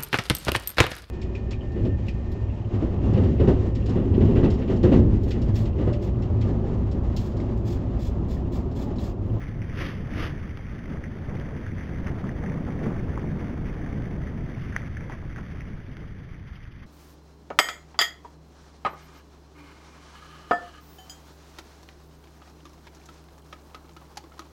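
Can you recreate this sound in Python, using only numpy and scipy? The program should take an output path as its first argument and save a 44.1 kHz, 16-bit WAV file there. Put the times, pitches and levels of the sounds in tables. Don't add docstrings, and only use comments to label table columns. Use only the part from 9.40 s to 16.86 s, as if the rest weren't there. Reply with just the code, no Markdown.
import sys
import numpy as np
from scipy import signal
from scipy.fft import rfft, irfft, next_fast_len
from scipy.io import wavfile
from scipy.ndimage import map_coordinates

SR = 44100
rng = np.random.default_rng(int(sys.argv[2]) if len(sys.argv) > 2 else 0)


def generate_wav(signal):
    frames = np.transpose(np.atleast_2d(signal))
    scaled = np.clip(frames, -1, 1) * 32767
    pcm = np.round(scaled).astype(np.int16)
    wavfile.write(sys.argv[1], SR, pcm)


N = 328986
TIME_S = np.arange(N) / SR
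CAMERA_HZ = 8000


def amp(db):
    return 10 ** (np.asarray(db) / 20)


def unit(x):
    return x / np.sqrt(np.mean(x ** 2) + 1e-20)


def along(points, hz):
    point_hz, value = np.transpose(points)
    return np.interp(np.log(hz + 1), np.log(point_hz + 1), value)


def curve(rows):
    time_s, value = np.transpose(rows)
    return np.interp(TIME_S, time_s, value)


def bump(middle_s, sigma_s):
    return np.exp(-.5 * ((TIME_S - middle_s) / sigma_s) ** 2)


def wobble(knots_per_s):
    knots = rng.standard_normal(4096)
    return map_coordinates(knots, [np.arange(N) * knots_per_s / SR], mode="wrap")


def coloured(x, spectrum):
    size = 2 * next_fast_len(N // 2 + 8192)
    hz = np.fft.rfftfreq(size, 1 / SR)
    cepstrum = irfft(np.log(amp(along(spectrum, hz))))
    cepstrum[1:size // 2] *= 2
    cepstrum[size // 2 + 1:] = 0
    response = np.exp(rfft(cepstrum)) * (hz < CAMERA_HZ / 2)
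    return unit(irfft(rfft(x, size) * response)[:N])


def noise(spectrum):
    return coloured(rng.standard_normal(N), spectrum)


def grains(rate_per_s, scatter_db):
    struck = rng.random(N) < rate_per_s / SR
    size = amp(scatter_db * np.clip(rng.standard_normal(N), -2, 2))
    return unit(struck * size * rng.choice([-1, 1], N))


def blows(table, swell_s, chatter_db, chatter_t60_s, chatter_per_s):
    t = np.arange(SR // 12) / SR
    shape = (t / swell_s * np.exp(1 - t / swell_s)) ** 2
    out = np.zeros(N + SR)
    for start_s, level_db, ring_hz in table:
        rebounds = (rng.random(len(t)) < chatter_per_s / SR) * rng.standard_normal(len(t))
        contacts = signal.unit_impulse(len(t)) + rebounds * amp(chatter_db - 60 * t / chatter_t60_s)
        ring = signal.fftconvolve(contacts, shape * np.sin(2 * np.pi * ring_hz * t))
        out[round(start_s * SR):][:len(ring)] += amp(level_db) * ring
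    return out[:N]


def click(start_s, peak_db, spectrum):
    ring = coloured(signal.unit_impulse(N, round(start_s * SR)), spectrum)
    return amp(peak_db) * ring / np.abs(ring).max()


# time_s, level_db
ROAR_LEVEL = [(0, -37.5), (0.8, -35), (1.27, -42), (1.52, -34.5), (1.78, -37), (2.1, -34.5), (2.4, -37.5),
              (2.65, -32), (3.3, -31.5), (4.1, -32), (5.05, -35), (5.28, -38.5), (6.35, -41), (6.52, -44.5),
              (6.8, -43), (7.1, -52), (7.46, -51)]
# middle_s, rise_db
GUSTS = [(1.93, 3.5), (2.12, 1.5), (3.49, 5)]
# time_s, level_db
BUFFET_LEVEL = [(0, -32), (0.35, -33.5), (0.95, -34), (1.7, -36.5), (1.95, -33.5), (3.1, -33.5),
                (3.75, -30), (4.8, -34), (5.6, -33.5), (6.4, -36), (7.46, -42)]
# hz, relative_db
BUFFET_SPECTRUM = [(12, -5.5), (25, -1.5), (45, -2.5), (75, 0.5), (110, -2), (160, -8.5), (300, -39),
                   (800, -81.5)]
ROAR_SPECTRUM = [(40, -17), (95, -11.5), (145, -0.5), (200, -3.5), (300, -9), (450, -17), (700, -25),
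                 (1200, -37), (3000, -62.5)]
EDDY_SPECTRUM = [(120, -32), (280, -1), (450, 0.5), (700, -4.5), (1100, -9), (1700, -16.5), (3500, -43)]
GUST_SIGMA_S = 0.043
CRUISE_DB = -32
EDDY_AT_CRUISE_DB, EDDY_DB_PER_ROAR_DB = -46.5, 1.45


def wind():
    roar_db = curve(ROAR_LEVEL)
    for middle_s, rise_db in GUSTS:
        roar_db = roar_db + rise_db * bump(middle_s, GUST_SIGMA_S)
    eddy_db = EDDY_AT_CRUISE_DB + EDDY_DB_PER_ROAR_DB * (roar_db - CRUISE_DB)
    buffet = amp(curve(BUFFET_LEVEL)) * unit(noise(BUFFET_SPECTRUM) * amp(1.33 * wobble(9)))
    roar = amp(roar_db) * unit(noise(ROAR_SPECTRUM) * amp(1.17 * wobble(18)))
    eddies = amp(eddy_db) * unit(noise(EDDY_SPECTRUM) * amp(4.0 * wobble(70)))
    return buffet + roar + eddies


def stalk_pops(count):
    when, size, pitch = rng.random((count, 3)).T
    return np.column_stack([when * N / SR, -10 * size, 1300 + 900 * np.sqrt(pitch)])


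# time_s, level_db
CRUNCH_LEVEL = [(0, -45), (0.15, -55.5), (0.3, -51), (0.95, -49.5), (1.3, -51.5), (2.5, -51), (3.0, -50),
                (4.3, -49), (4.95, -50.5), (5.35, -46.5), (5.62, -53), (6.12, -50.5), (6.35, -55),
                (7.0, -58.5), (7.46, -62.5)]
# hz, relative_db
LEAF_SPECTRUM = [(150, -19), (500, -8.5), (950, -7), (1250, -1), (1420, -2), (1700, 1), (2000, -1),
                 (2250, -5), (2600, -11), (3250, -15.5), (3700, -18), (4000, -35.5)]
PATCH_DB, PATCHES_PER_S = 1.02, 8.4


def tyres():
    crunch_db = curve(CRUNCH_LEVEL) + PATCH_DB * wobble(PATCHES_PER_S)
    clumps = amp(2.1 * wobble(45) + 2.9 * wobble(220))
    cracks = unit(grains(rate_per_s=1800, scatter_db=0.5) * clumps)
    rustle = amp(-4.5) * rng.standard_normal(N)
    leaves = coloured(cracks + rustle, LEAF_SPECTRUM)
    stalks = unit(blows(stalk_pops(count=260), swell_s=0.0011, chatter_db=-5.5,
                        chatter_t60_s=0.065, chatter_per_s=400))
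    return amp(crunch_db) * (amp(-2.0) * leaves + amp(-9.0) * stalks)


# hz, relative_db
HISS_SPECTRUM = [(100, -6), (450, -9), (850, -1), (1300, 1.5), (2100, 4), (2700, -10.5), (3300, -5),
                 (3750, -14.5), (4000, -17.5)]


def hiss():
    return amp(-58.5) * unit(noise(HISS_SPECTRUM) * amp(2.7 * wobble(60)))


# start_s, level_db, ring_hz
TICKS = [(0.2185, -33, 2070), (0.2975, -34, 1810), (0.3903, -29.5, 1770), (0.7367, -34, 2040),
         (1.2672, -40, 2200), (1.5235, -34.5, 1543), (1.5711, -35.5, 1580), (1.6397, -31, 1900),
         (2.174, -38, 1840), (2.2655, -28, 1720), (2.3822, -34.5, 1800), (2.4093, -35, 1870),
         (2.6718, -28, 1880), (2.892, -33.5, 1750), (2.9866, -34.5, 1740), (3.0615, -34, 1860),
         (3.0984, -35, 2100), (4.4626, -32, 1710), (4.87, -33.5, 1790), (5.5692, -31.5, 1810),
         (5.608, -35.5, 1760), (5.722, -30.5, 1750), (5.9613, -29, 1640), (5.9868, -35, 1560),
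         (6.2073, -32, 2010), (6.5703, -40, 1740), (7.2529, -41, 1840)]
# start_s, level_db, ring_hz
KNOCKS = [(1.193, -35, 730), (2.841, -31, 1210), (3.179, -35, 1070), (3.776, -24, 1090), (3.842, -28, 600),
          (5.698, -30, 950), (5.826, -39, 1010), (6.617, -43, 789)]
# start_s, peak_db
SNAPS = [(1.1735, -28.5), (1.9993, -31.5), (5.6983, -33.5), (6.5695, -31.5)]
# start_s, peak_db
CLACK = (5.3639, -13)
# hz, relative_db
HOLLOW_SPECTRUM = [(200, -28), (700, -21), (1000, -14.5), (1300, -10), (1600, -5), (1930, -0.5),
                   (2200, -11.5), (2480, -21), (2700, -35), (3100, -29), (4000, -45)]


def rattles():
    ticks = blows(TICKS, swell_s=0.00062, chatter_db=-10.0, chatter_t60_s=0.13, chatter_per_s=980)
    knocks = blows(KNOCKS, swell_s=0.00085, chatter_db=-8.5, chatter_t60_s=0.042, chatter_per_s=510)
    snaps = sum(click(start_s, peak_db, BRUSH_SPECTRUM) for start_s, peak_db in SNAPS)
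    clack = click(*CLACK, HOLLOW_SPECTRUM)
    return ticks + knocks + snaps + clack


# full_contact_s, level_db, hold_s, release_db_per_s
STROKES = [(0.409, -35.5, 0.0064, 700), (0.454, -37.5, 0.019, 131), (0.794, -35, 0.069, 297),
           (5.218, -49.5, 0.01, 300)]
# hz, relative_db
BRUSH_SPECTRUM = [(120, -17.5), (300, 11), (600, 1), (850, -8.5), (1200, 2.5), (1450, -2), (1900, 2),
                  (2450, -4.5), (2700, -3), (3300, -6.5), (3750, -13.5), (4000, -18)]
ATTACK_DB_PER_S = 246


def brushing():
    level = np.zeros(N)
    for contact_s, level_db, hold_s, release_db_per_s in STROKES:
        attack_db = ATTACK_DB_PER_S * np.maximum(contact_s - TIME_S, 0)
        release_db = release_db_per_s * np.maximum(TIME_S - contact_s - hold_s, 0)
        level += amp(level_db - attack_db - release_db)
    scratches = grains(rate_per_s=5500, scatter_db=0.5) * amp(0.93 * wobble(157.3))
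    return level * coloured(scratches, BRUSH_SPECTRUM)


# middle_s, level_db, sigma_s
SCUFFS = [(2.674, -40, 0.015), (3.514, -51.5, 0.014), (5.621, -47.5, 0.017), (5.729, -44.5, 0.024),
          (5.988, -43.5, 0.0061), (6.226, -51.5, 0.011), (6.632, -54.5, 0.012)]
# hz, relative_db
DIRT_SPECTRUM = [(100, -13), (280, 3), (500, -0.5), (900, -2), (1500, -4.5), (2000, -4), (2600, -13),
                 (4000, -30)]


def scuffs():
    level = sum(amp(level_db) * bump(middle_s, sigma_s) for middle_s, level_db, sigma_s in SCUFFS)
    return level * coloured(grains(rate_per_s=1500, scatter_db=4.0), DIRT_SPECTRUM)


# time_s, level_db
CHAIN_LEVEL = [(6.3, -68), (6.55, -59), (6.9, -69), (7.16, -55.5), (7.46, -61)]


def chain(pulse_hz=12.5, crest_s=7.16, sharpness=3):
    turn_rad = 2 * np.pi * pulse_hz * (TIME_S - crest_s)
    pulses = np.exp(sharpness * (np.cos(turn_rad) - 1))
    rasp = noise([(800, -29.5), (2000, 1.5), (3150, 1.5), (4000, -19.0)])
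    return amp(curve(CHAIN_LEVEL)) * pulses * rasp


def scene():
    return (wind() + tyres() + hiss() + rattles() + brushing() + scuffs() + chain())[None]


# hz, gain_db
MIRROR_GAIN = [(4000, 0), (5200, -11), (6100, -20), (7000, -34), (7600, -51), (8000, -75), (8500, -49),
               (9400, -33), (10600, -25), (12000, -20), (13000, -25), (14200, -36), (15400, -52)]
TOP_HZ = 15720


def record(dry):
    seconds = N // SR + 1
    soft_ends = signal.windows.tukey(N, .001)
    band = rfft(dry[0] * soft_ends, seconds * SR)[:seconds * CAMERA_HZ // 2 + 1]
    hz = np.fft.rfftfreq(seconds * SR, 1 / SR)
    one_period = np.concatenate([band, band[-2:0:-1].conj()])
    mirrored = np.resize(one_period, len(hz))
    smoothing = amp(along(MIRROR_GAIN, hz)) * (hz < TOP_HZ)
    return irfft(mirrored * smoothing)[None, :N]


dry = scene()
out = record(dry)
generate_wav(out)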